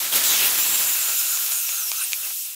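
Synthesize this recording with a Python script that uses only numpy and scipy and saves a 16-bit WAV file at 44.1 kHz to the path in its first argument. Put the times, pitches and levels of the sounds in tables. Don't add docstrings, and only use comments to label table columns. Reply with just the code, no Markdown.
import sys
import numpy as np
from scipy import signal
from scipy.io import wavfile

SR = 44100
rng = np.random.default_rng(int(sys.argv[2]) if len(sys.argv) > 2 else 0)


def natural_amplitude(level_db):
    exponent = np.asarray(level_db, float) / 20
    return 10 ** exponent


def master(y):
    cut = np.clip(np.atleast_2d(y).T, -1, 1)
    pcm = np.round(cut * 32767)
    wavfile.write(sys.argv[1], SR, pcm.astype(np.int16))


N = 112454

# t/s, level/dB
JET_LEVEL = [(0, -26.5), (.115, -28.5), (.128, -23), (.155, -21), (.232, -25.5), (.24, -22), (.48, -23),
             (.535, -24), (.55, -23.5), (1.17, -25), (1.2, -20.5), (1.22, -25), (1.58, -26.5),
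             (1.61, -27.5), (2.1, -29), (2.42, -30.5), (2.52, -34.5), (2.55, -36)]
# f/Hz, density/dB
JET_SPECTRUM = [(300, -67), (1000, -46), (2200, -30.5), (3000, -7), (4500, -10), (6300, -2.5),
                (10000, -4.5), (15000, -5)]
# f/Hz, added share/dB
SPECTRUM_STEPS = [(2380, 5), (10750, -5)]
# t/s, level/dB
ROAR_LEVEL = [(0, -33), (.11, -38), (.125, -28), (.23, -30.5), (.3, -30), (.8, -33.5), (1.02, -39.5),
              (1.12, -37.5), (1.19, -43.5), (1.23, -40.5), (1.58, -42), (1.605, -51), (1.69, -46.5),
              (2.0, -45.5), (2.2, -47.5), (2.25, -43.5), (2.31, -44.5), (2.35, -54)]
# f/Hz, density/dB
ROAR_SPECTRUM = [(30, -5), (100, -11.5), (250, -5.5), (700, -5), (1500, 0), (2300, 0.5), (4000, 1.5),
                 (8000, -9.5)]
# t/s, peak level/dB, ring weight/dB, thud weight/dB
DROPS = [
    (.2388, -7, -6, -12),
    (1.0622, -13, -8, -6),
    (1.213, -21, -1, 8),
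    (1.3735, -7, -7, -5),
    (1.5206, -9, -7, -4),
    (1.6915, -11, -5, 0),
    (1.917, -5, -6, -1),
    (2.1208, -11, -8, -14),
    (2.1322, -3, -1, -12),
]
# f/Hz, level/dB, t60/s
DROP_MODES = [(2420, 0, .0075), (1150, -11, .006), (4600, -2, .0018), (6300, 1, .0025), (9000, -16, .002)]
DROP_MODE_SIGNS = [1, -1, -1, -1, 1]
# delay/s, level/dB
POP_ECHOES = [(.0042, -15), (.0097, -15), (.017, -19), (.026, -22)]
# lower f/Hz, upper f/Hz
POP_ECHO_BAND = (1800, 3000)
# start t/s, length t/s, first f/Hz, last f/Hz, level/dB
ORIFICE_WHISTLES = [(0.237, 0.16, 7700, 6300, -43), (.57, 0.078, 7000, 7400, -28.5),
                    (0.661, 0.3, 7650, 7050, -28), (1.0, 0.071, 7450, 6800, -28.5),
                    (1.065, .32, 7280, 6850, -31), (1.375, 0.19, 7000, 6500, -39),
                    (1.52, 0.082, 7200, 6700, -30), (1.6, 0.1, 6520, 5600, -35.5),
                    (1.694, 0.077, 6750, 6600, -31.5), (1.775, .08, 6500, 5640, -32),
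                    (1.845, .065, 5730, 5300, -32), (1.96, 0.045, 6100, 6400, -33),
                    (2.01, 0.022, 9060, 9900, -26), (2.026, 0.034, 9700, 8150, -26.5),
                    (2.232, .04, 2750, 2530, -35.5)]
# start t/s, length t/s, first f/Hz, last f/Hz, level/dB
WATER_SURGES = [(.119, .03, 3300, 2890, -29), (.151, .021, 14000, 6960, -18.5),
                (.238, 0.23, 4000, 2737, -30), (.238, 0.18, 7600, 6040, -25.5),
                (.445, .055, 14500, 14700, -20), (.575, 0.069, 14550, 14470, -22),
                (.67, 0.3, 15000, 13920, -34), (1.14, 0.054, 11500, 12260, -33),
                (1.41, 0.069, 14000, 14450, -32), (1.52, 0.12, 9140, 8930, -32.5),
                (2.235, 0.046, 11200, 11000, -33)]
# t/s, level/dB
GAP_LEVEL = [(0, -60), (.11, -41), (.3, -46), (.4, -28), (.49, -32.5), (.53, -63), (.55, -34), (.8, -38),
             (1.16, -36.5), (1.33, -42.5), (1.68, -41), (1.7, -38.5), (1.9, -45), (2.02, -35.5), (2.1, -48),
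             (2.55, -50)]
# f/Hz, width f/Hz, level/dB, share of the level's swing
GAP_MODES = [(2647, 520, 0, 1.0), (3980, 540, -5, 1)]
# start t/s, length t/s, first f/Hz, last f/Hz, level/dB
FOLD_HUMS = [
    (.9, 0.73, 1444, 1406, -44.5),
    (1.31, .07, 1420, 1335, -43),
    (1.62, 0.056, 1342, 1425, -47),
    (1.692, 0.18, 1406, 1368, -44.5),
    (1.92, 0.08, 1350, 1374, -46),
    (1.98, .06, 1355, 1480, -41),
    (2.165, 0.064, 1410, 1475, -50),
    (2.47, 0.065, 1424, 1400, -70),
]
# delay/s, level/dB
NEAR_WALLS = [(.0013, -31), (.0031, -23), (.0058, -25.5), (.0094, -20.5), (.0147, -15.5)]


def rms_one(x):
    return x / np.sqrt(np.mean(np.abs(x) ** 2) + 1e-20)


def in_time(rows):
    t, value = np.transpose(rows)
    return np.interp(np.arange(N) / SR, t, value)


def filtered(x, order, hz, kind):
    return signal.sosfilt(signal.butter(order, hz, kind, fs=SR, output="sos"), x)


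def with_delays(x, reflected, table):
    return x + sum(natural_amplitude(db) * np.roll(reflected, int(delay * SR)) for delay, db in table)


def drift(rate_hz):
    every = 40
    r = np.exp(-2 * np.pi * every * rate_hz / SR)
    white = rng.standard_normal(N // every + 2002)
    slow = signal.lfilter([1], [1, -2 * r, r * r], white)[2000:]
    return np.interp(np.arange(N) / every, np.arange(len(slow)), rms_one(slow))


def narrow_noise(hz, width_hz):
    r = np.exp(-np.pi * width_hz / SR)
    white = rng.standard_normal((2, len(hz) + 500))
    re, im = signal.lfilter([1], [1, -2 * r, r * r], white)[:, 500:]
    carrier = np.exp(2j * np.pi * np.cumsum(hz) / SR)
    return np.sqrt(2) * (rms_one(re + 1j * im) * carrier).real


def turbulence(spectrum, gust_db, patchy_db, flicker_db, weak_db=0):
    bass_loss, bass_knee_hz = 0.33, 604
    edges = 25 * 2 ** np.arange(0, 9.6, 1 / 3)
    white = rng.standard_normal((2, N))
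    gust = drift(18.5)
    patch = [drift(19.6) for _ in edges]
    hz, db = np.transpose(spectrum)
    out = 0
    for k, (low, high) in enumerate(zip(edges, edges[1:])):
        band = filtered(white[k % 2], 2, [low, high], "band")
        level_db = np.interp(np.log(low * high) / 2, np.log(hz), db)
        level_db = level_db + bass_loss * weak_db * max(np.log2(bass_knee_hz / low), 0)
        level_db = level_db + gust_db * gust + patchy_db * (patch[k] + patch[k + 1])
        out = out + band * natural_amplitude(level_db + flicker_db * drift(20.0))
    return rms_one(out)


def gliding_noise(table, width, release_s):
    attack_s = .003
    out = np.zeros(N + SR)
    waver = drift(40.0)
    flutter = natural_amplitude(1.2 * drift(30.0))
    for start, length, first_hz, last_hz, db in table:
        i = int(start * SR)
        t = np.arange(int(length * SR)) / SR
        glide_hz = first_hz + (last_hz - first_hz) * t / length
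        hz = glide_hz * (1 + .008 * waver[i:i + len(t)])
        fall = (length - t) / min(release_s, length / 2)
        shape = np.clip(np.minimum(t / attack_s, fall), 0, 1)
        width_hz = width * (first_hz + last_hz) / 2
        out[i:i + len(t)] += natural_amplitude(db) * shape * narrow_noise(hz, width_hz)
    return out[:N] * flutter


def jet():
    hiss = turbulence(JET_SPECTRUM, gust_db=0.08, patchy_db=0.27, flicker_db=.9)
    for hz, db in SPECTRUM_STEPS:
        edge = signal.butter(8, hz, "high", fs=SR, output="sos")
        hiss = hiss + natural_amplitude(db) * signal.sosfiltfilt(edge, hiss)
    return natural_amplitude(in_time(JET_LEVEL) + 3.09) * rms_one(hiss)


def towel_roar():
    level_db = in_time(ROAR_LEVEL)
    weak_db = level_db - level_db.max()
    roar = turbulence(ROAR_SPECTRUM, gust_db=1.35, patchy_db=0.59, flicker_db=0.66, weak_db=weak_db)
    return natural_amplitude(level_db + 5) * roar


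def drop_pops():
    gain_db, cut_hz = -5, 450
    t, db, *weights_db = np.transpose(DROPS)
    out = np.zeros(N)
    for k, (hz, mode_db, t60) in enumerate(DROP_MODES):
        weight = natural_amplitude(weights_db[k]) if k < 2 else 1
        clicks = np.full(N, 1e-18)
        clicks[(t * SR).astype(int)] = natural_amplitude(db + gain_db + mode_db) * DROP_MODE_SIGNS[k] * weight
        r = natural_amplitude(-60 / (t60 * SR))
        w = 2 * np.pi * hz / SR
        out += signal.lfilter([0, np.sin(w)], [1, -2 * r * np.cos(w), r * r], clicks)
    out = filtered(out, 3, cut_hz, "high")
    dull = filtered(out, 1, POP_ECHO_BAND, "band")
    return with_delays(out, dull, POP_ECHOES)


def orifice_whistles():
    return gliding_noise(ORIFICE_WHISTLES, width=.075, release_s=.015)


def water_surges():
    return gliding_noise(WATER_SURGES, width=0.25, release_s=0.036)


def tank_gap():
    level_db = in_time(GAP_LEVEL)
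    mean_db = level_db.mean()
    out = np.zeros(N)
    for hz, width_hz, db, share in GAP_MODES:
        mode_db = db + mean_db + share * (level_db - mean_db) + 1.1 * drift(7.1)
        out += natural_amplitude(mode_db) * narrow_noise(np.full(N, float(hz)), width_hz)
    return out


def towel_fold():
    return gliding_noise(FOLD_HUMS, width=0.19, release_s=.015)


def garage():
    hum = narrow_noise(np.full(N, 125.5), 7.4)
    hush = rms_one(signal.lfilter([1], [1, -.93], rng.standard_normal(N)))
    return natural_amplitude(-84) * hum + natural_amplitude(-76) * hush


def scene():
    air = jet() + towel_roar() + orifice_whistles() + water_surges() + tank_gap() + towel_fold()
    air = natural_amplitude(-1.0) * with_delays(air, air, NEAR_WALLS)
    return np.tile(air + drop_pops() + garage(), (2, 1))


def top_cut(x):
    return signal.sosfilt(signal.butter(12, 16280, fs=SR, output="sos"), x)


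def record(dry):
    mic_cut_hz, top_hz, fade_s = 64, 15740, .002
    t = np.arange(N) / SR
    mic = filtered(dry, 2, mic_cut_hz, "high")
    cut = signal.sosfilt(signal.cheby2(40, 80, top_hz + 130, fs=SR, output="sos"), mic)
    fade = np.clip(np.minimum(t, t[-1] - t) / fade_s, 0, 1)
    return top_cut(cut * fade)


dry = scene()
out = record(dry)
master(out)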